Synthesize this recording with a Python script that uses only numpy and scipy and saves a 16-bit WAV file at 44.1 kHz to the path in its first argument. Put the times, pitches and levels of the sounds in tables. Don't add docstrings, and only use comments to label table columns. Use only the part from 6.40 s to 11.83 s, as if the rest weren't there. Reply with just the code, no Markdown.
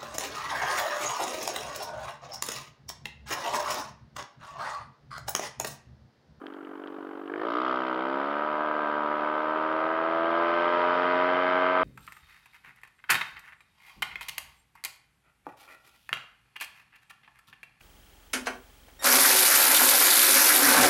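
import sys
import numpy as np
from scipy import signal
from scipy.fft import rfft, irfft
from scipy.io import wavfile
from scipy.ndimage import uniform_filter1d

SR = 44100
rng = np.random.default_rng(int(sys.argv[2]) if len(sys.argv) > 2 else 0)


def wrap_up_sound(samples):
    columns = np.atleast_2d(samples).T
    tamed = np.clip(columns, -1, 1)
    steps = np.round(tamed * 32767).astype(np.int16)
    wavfile.write(sys.argv[1], SR, steps)


N = 239595


def from_db(db):
    return 10 ** (np.asarray(db) / 20)


def rms_one(x):
    return x / np.sqrt(np.mean(x ** 2) + 1e-20)


def evened(x, span_s=.1):
    span = int(span_s * SR)
    power = uniform_filter1d(uniform_filter1d(x ** 2, span), span)
    return x / np.sqrt(power + 1e-20)


def in_time(rows):
    s, *columns = np.transpose(rows)
    return [np.interp(np.arange(N) / SR, s, column) for column in columns]


def butter(x, hz, kind, order=2):
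    return signal.sosfilt(signal.butter(order, hz, kind, fs=SR, output="sos"), x)


def clicks(at_s, sizes):
    out, at = np.full(N + SR, 1e-18), np.asarray(at_s) * SR
    np.add.at(out, at.astype(int), sizes * (1 - at % 1))
    np.add.at(out, at.astype(int) + 1, sizes * (at % 1))
    return out[:N]


def ring(x, hz, width_hz):
    radius, angle = np.exp(-np.pi * width_hz / SR), 2 * np.pi * hz / SR
    return signal.lfilter([0, np.sin(angle)], [1, -2 * radius * np.cos(angle), radius * radius], x)


def struck(modes, at_s, level_db, uneven_db, tuning=1, swells=False):
    chance_db = uneven_db * rng.standard_normal((len(at_s), len(modes))).T
    out = np.zeros(N + SR)
    first = (np.asarray(at_s) * SR).astype(int)[:, None] + 1
    for k, (hz, width, db) in enumerate(modes):
        at = first + np.arange(int(2.5 * SR / np.min(width)))
        age = at / SR - np.asarray(at_s)[:, None]
        decay = np.pi * np.reshape(width, (-1, 1)) * age
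        envelope = np.exp(-decay) * (decay if swells else 1)
        wave = envelope * np.sin(2 * np.pi * np.reshape(hz * tuning, (-1, 1)) * age)
        strength = (-1) ** k * from_db(level_db + db + chance_db[k])[:, None]
        out += np.bincount(at.ravel(), (strength * wave).ravel(), N + SR)
    return out[:N]


def coloured(spectrum):
    hz, db = np.transpose(spectrum)
    grid = np.arange(1, N // 2 + 2) * SR / N
    shape = from_db(np.interp(np.log(grid), np.log(hz), db))
    return rms_one(irfft(rfft(rng.standard_normal(N)) * shape, N))


# (time [s], firing rate [Hz])
CRANK_SPEED = [(0.0, 46.13), (0.164, 47.5), (0.844, 47.92), (0.939, 49.94), (1.007, 54.88), (1.184, 62.63),
               (1.26, 63.98), (1.406, 64.72), (1.575, 63.63), (1.831, 70.54), (2.073, 75.46),
               (2.306, 75.99), (2.467, 74.62), (2.661, 74.37), (3.387, 79.3), (4.07, 85.25), (4.462, 87.9),
               (5.018, 90.37), (5.43, 91.48)]
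# (time [s], level [dB], throttle [0 idle, .5 part, 1 wide open])
ENGINE_LOAD = [(0, -43.5, 0.031), (.55, -40, 0.097), (.86, -39.5, 0.13), (.96, -34.5, 0.2),
               (1.04, -30, 0.46), (1.13, -31.5, 1), (1.28, -28.5, 0.86), (1.62, -28, 0.5), (2.1, -29, 0.4),
               (2.9, -28, 0.37), (3.6, -27.5, 0.38), (4.2, -25.5, 0.76), (4.7, -25, 0.78),
               (5.43, -25, 0.63)]
# (time [s], bark note [Hz], its width [Hz], its level against the engine [dB],
# its echo [dB], pipe pitch [ratio], silencer pitch [ratio])
PIPE_TUNING = [(0, 1160, 560, -21.5, -18.5, 1, 0.93), (0.9, 1130, 520, -15.5, -1, 0.93, 0.98),
               (1.0, 1090, 350, -10.5, 5, 1.2, 1.125), (1.07, 1200, 350, -6.5, -6, 0.96, 0.98),
               (1.15, 1216, 279, 0, -10, 1.054, 0.967), (1.35, 1210, 303, -4, -7.5, 1.006, 0.96),
               (1.6, 1240, 440, -8.5, -6, 0.98, 0.99), (1.9, 1280, 520, -6, -4, 0.98, 0.99),
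               (2.3, 1190, 520, -4, -6, 1.02, 1.05), (2.8, 1184, 520, -5.5, 1, 0.97, 1.035),
               (3.3, 1194, 520, -4.5, 0, 0.982, 1.1), (3.7, 1140, 520, -5, 0, 1.06, 1.02),
               (4.1, 1140, 520, -5, -2, 1.006, 1.13), (4.6, 1210, 520, -5.5, 2, 0.94, 1.14),
               (5.0, 1250, 520, -7, -2.5, 1.05, 1.04), (5.43, 1205, 520, -2, -5, 1.017, 0.98)]
IDLE_HZ = 48
LOADED_FROM_HZ, LOADED_OVER_HZ = 52.5, 10.5
UNEVEN_IDLE_DB, UNEVEN_LOAD_DB = 3.2, .6


def crank():
    run = {"t": np.arange(N) / SR}
    run["rate"], = in_time(CRANK_SPEED)
    run["level_db"], run["throttle"] = in_time(ENGINE_LOAD)
    run["loaded"] = np.clip((run["rate"] - LOADED_FROM_HZ) / LOADED_OVER_HZ, 0, 1)
    run["faster"] = run["rate"] - IDLE_HZ
    run["turns"] = .29 + np.cumsum(run["rate"]) / SR
    fired = np.interp(np.arange(1, int(run["turns"][-1]) + 1), run["turns"], run["t"])
    run["fired"] = fired + 15e-6 * rng.standard_normal(len(fired))
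    spread_db = UNEVEN_IDLE_DB + (UNEVEN_LOAD_DB - UNEVEN_IDLE_DB) * np.clip(2 * run["throttle"], 0, 1)
    run["uneven_db"] = at_firings(run, spread_db)
    note_hz, width, run["note_db"], echo_db, pipe, silencer = in_time(PIPE_TUNING)
    run["note_hz"], run["note_width"] = at_firings(run, note_hz), at_firings(run, width)
    run["echo_db"] = at_firings(run, echo_db)
    run["pipe"], run["silencer"] = at_firings(run, pipe), at_firings(run, silencer)
    return run


def at_firings(run, curve):
    return np.interp(run["fired"], run["t"], curve)


ARRIVALS = {"bark": (-0.05, 1.17, -0.037), "return": (-0.2, 1.5, -0.04522), "thump": (-3.8, 0.9, 0.02),
            "crack": (1.18, 3.7, -0.1), "puff": (0.1, 0.35, -0.016), "late puff": (7.1, 7.1, -0.026)}


def arrival(run, layer):
    idle, load, slope = ARRIVALS[layer]
    delay_ms = idle + (load - idle) * run["loaded"] + slope * run["faster"]
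    return run["fired"] + at_firings(run, delay_ms) / 1000


LAYER_MIX = {"thump": (-1.5, -3.5, 3, -0.5447), "return": (-15, -9, -12, 0.1585),
             "bark": (-30, -19, -15.5, 0.0639), "puff": (-23.5, -7.5, -9.5, -0.0874),
             "crack": (-31, -28.5, -19, 0.2955), "rush": (-6, -12, -10.5, 0.1298),
             "rasp": (-30.5, -25.5, -17.5, -0.028), "clack": (-23, -26.5, -32, -0.4664)}


def fader(run, layer):
    *throttle_db, per_hz = LAYER_MIX[layer]
    mix_db = np.interp(run["throttle"], [0, .5, 1], throttle_db) + per_hz * run["faster"]
    return from_db(run["level_db"] + mix_db)


# (frequency [Hz], width [Hz], level [dB])
SILENCER_MODES = [(290.7, 51.6, -0.5), (334, 66, 2.5), (449.4, 56, -5)]
SURGE_S, SURGE_WIDTH_S, SURGE_DB = 0.98, 0.11, 3.5


def thump(run):
    body = struck(SILENCER_MODES, arrival(run, "thump"), 0, .6, run["silencer"])
    surge = from_db(SURGE_DB * np.exp(-((run["t"] - SURGE_S) / SURGE_WIDTH_S) ** 2))
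    return surge * fader(run, "thump") * evened(butter(body, 900, "low"))


TWIN_DB_PER_HZ, TWIN_MS_PER_HZ = .03, .0008


def twin_barks(run):
    twin = at_firings(run, run["faster"]) * (-1) ** np.arange(len(run["fired"]))
    return arrival(run, "bark") - TWIN_MS_PER_HZ * twin / 1000, TWIN_DB_PER_HZ * twin


# (frequency [Hz], width [Hz], level [dB])
BARK_MODES = [(1200, 120, -6.5), (1507, 34, -9.5)]
BARK_ECHO_MS = 3.16


def bark(run, barked, twin_db):
    uneven_db = run["uneven_db"]
    fixed = butter(struck(BARK_MODES, barked, 0, uneven_db), 1800, "low")
    direct = [(run["note_hz"], run["note_width"], 0)]
    echo = [(run["note_hz"], run["note_width"], run["echo_db"])]
    note = struck(direct, barked, twin_db, uneven_db, swells=True)
    note += struck(echo, barked + BARK_ECHO_MS / 1000, twin_db, uneven_db, swells=True)
    note_gain = from_db(run["level_db"] + run["note_db"])
    return fader(run, "bark") * evened(fixed) + note_gain * evened(note)


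# (frequency [Hz], width [Hz], level [dB])
CLACK_MODES = [(1640, 160, -5), (2950, 260, -4)]


def clack(run, barked):
    edge = struck(CLACK_MODES, barked, 0, run["uneven_db"] + 3.5)
    return fader(run, "clack") * rms_one(butter(edge, [1200, 3000], "band"))


# (frequency [Hz], width [Hz], level [dB])
PUFF_MODES = [(557.5, 395, 0)]
EARLY_PUFF_DB, IDLE_PUFF_LOSS_DB = 1, 16


def puff(run):
    early_db = EARLY_PUFF_DB - IDLE_PUFF_LOSS_DB * (1 - at_firings(run, run["loaded"]))
    puffs = struck(PUFF_MODES, arrival(run, "puff"), early_db, run["uneven_db"], swells=True)
    puffs += struck(PUFF_MODES, arrival(run, "late puff"), 0, run["uneven_db"], swells=True)
    return fader(run, "puff") * evened(puffs)


# (frequency [Hz], width [Hz], level [dB])
DRONE_MODES = [(420, 28, -11), (633, 43, 2), (994, 46.7, 0), (1563, 46, -1.5)]
ROUND_TRIP_MS, ROUND_TRIP_DB = 3.322, -1.5


def pipe_return(run):
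    returned, again = arrival(run, "return"), arrival(run, "return") + ROUND_TRIP_MS / 1000
    drone = struck(DRONE_MODES, returned, 0, run["uneven_db"], run["pipe"])
    drone += struck(DRONE_MODES, again, ROUND_TRIP_DB, run["uneven_db"], run["pipe"])
    return fader(run, "return") * evened(butter(drone, 1900, "low"))


# (frequency [Hz], width [Hz], level [dB])
CRACK_MODES = [(2058, 100, 1), (2500, 180, -1.5), (2610, 120, -8), (3070, 62, -9), (3280, 95, -14),
               (1407.5, 21, -2.5)]


def crack(run, cracked):
    bright = struck(CRACK_MODES, cracked, 0, run["uneven_db"])
    return fader(run, "crack") * evened(butter(bright, 3800, "low"))


def stroke_envelope(at_s, steady, dies_ms, rises_ms=1.0):
    jumps = clicks(at_s, from_db(rng.normal(0, 1.5, len(at_s))))
    rise = np.exp(-1000 / (rises_ms * SR))
    fall = np.exp(-1000 / (dies_ms * SR))
    return steady + signal.lfilter([1 - rise], np.convolve([1, -rise], [1, -fall]), jumps)


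STEADY_LOW, STEADY_FROM_HZ, STEADY_PER_HZ = .27, 63, .023


def steady_share(run):
    return STEADY_LOW + STEADY_PER_HZ * np.maximum(run["rate"] - STEADY_FROM_HZ, 0)


# (frequency [Hz], density [dB per Hz])
RUSH_SPECTRUM = [(59, -59.5), (100, -26), (240, -18.5), (564, -4.5), (604, -12.5), (705, -3.5), (950, -6.5),
                 (1300, -3), (1840, -13), (3080, -22), (6000, -54), (7800, -76.5), (13200, -120)]
IDLE_DULL_HZ = 1900


def gas_rush(run, barked):
    flow = coloured(RUSH_SPECTRUM)
    dull = butter(flow, IDLE_DULL_HZ, "low")
    flow = dull + np.clip(2 * run["throttle"], .4, 1) * (flow - dull)
    return fader(run, "rush") * evened(stroke_envelope(barked, steady_share(run), dies_ms=5.5) * flow)


# (frequency [Hz], width [Hz], level [dB])
JET_MODES = [(3080, 230, 5.5), (3655, 92, -6.5), (4760, 1500, -2)]
IDLE_JET_STEADY = 0.087


def jet_rasp(run, cracked):
    jet = np.zeros(N)
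    for hz, width, db in JET_MODES:
        jet += from_db(db) * rms_one(ring(rng.standard_normal(N), hz, width))
    jet = butter(jet, 2600, "high")
    steady = .6 * steady_share(run) - .08 + IDLE_JET_STEADY * (1 - run["loaded"])
    return fader(run, "rasp") * evened(stroke_envelope(cracked, steady, dies_ms=3.2) * jet)


WIND_DB, WIND_DB_PER_S = -92, 4.5
GUST_S, GUST_WIDTH_S, GUST_DB = 4.3, .3, 6.5


def wind():
    t = np.arange(N) / SR
    lumps = from_db(5.1 * rms_one(butter(rng.standard_normal(N), 6.3, "low")))
    level_db = WIND_DB + WIND_DB_PER_S * t + GUST_DB * np.exp(-((t - GUST_S) / GUST_WIDTH_S) ** 2)
    return from_db(level_db) * rms_one(lumps * butter(rng.standard_normal(N), [55, 130], "band"))


# (time [s], level [dB])
HELMET_TICKS = [(0.067, -41.5), (0.138, -50.5), (0.474, -46), (1.908, -45)]
# (frequency [Hz], width [Hz], level [dB])
SHELL_MODES = [(1620, 300, 10), (3190, 250, 7.5), (4840, 2700, 7.5)]


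def helmet_ticks():
    s, db = np.transpose(HELMET_TICKS)
    return struck(SHELL_MODES, s, db, uneven_db=.6)


# (time [s], strength [dB])
FIRST_STROKES = [(0.899, -28.5), (0.938, -20), (0.959, -22), (0.996, -26), (1.015, -31)]
# (frequency [Hz], width [Hz], level [dB])
STROKE_MODES = [(1650, 280, -0.5), (2240, 490, -8)]


def first_strokes():
    s, db = np.transpose(FIRST_STROKES)
    return struck(STROKE_MODES, s, db, uneven_db=.6, swells=True)


# (time [s], level [dB])
MOUNT_KNOCKS = [(0.935, -66), (0.995, -62), (1.216, -64)]
# (frequency [Hz], width [Hz], level [dB])
MOUNT_MODES = [(49.6, 51, 18)]


def mount_knocks():
    s, db = np.transpose(MOUNT_KNOCKS)
    return struck(MOUNT_MODES, s, db, uneven_db=.6)


# (frequency [Hz], level against the engine [dB])
HUM_SHAPE = [(125, -39), (152, -31), (185, -28), (222, -19), (243, -27), (268, -12.5), (298, -15),
             (322, -9.5), (340, -7), (372, -22), (400, -15), (430, -12), (455, -10)]


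def hum(run):
    hz, db = np.transpose(HUM_SHAPE)
    tones = np.zeros(N)
    for k in range(2, 6):
        level_db = run["level_db"] + np.interp(np.log(k * run["rate"]), np.log(hz), db)
        tones += np.sqrt(2) * from_db(level_db) * np.cos(2 * np.pi * k * (run["turns"] - .12))
    return run["loaded"] * tones


def engine():
    run = crank()
    barked, twin_db = twin_barks(run)
    cracked = arrival(run, "crack")
    pulses = thump(run) - bark(run, barked, twin_db) + clack(run, barked) - puff(run)
    pulses += pipe_return(run) + crack(run, cracked) + first_strokes()
    gas = gas_rush(run, barked) + jet_rasp(run, cracked)
    return butter(pulses, 173, "high", order=4) + gas + hum(run)


def scene():
    return (engine() + wind() + helmet_ticks() + mount_knocks())[None]


HISS_DB, CUTOFF_HZ = -76, 16300


def record(dry):
    dulled = butter(butter(dry, 4840, "low", order=6), 90, "high", order=2)
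    hiss = from_db(HISS_DB) * rng.standard_normal(dry.shape)
    return signal.sosfilt(signal.cheby2(16, 70, CUTOFF_HZ, fs=SR, output="sos"), dulled + hiss)


dry = scene()
out = record(dry)
wrap_up_sound(out)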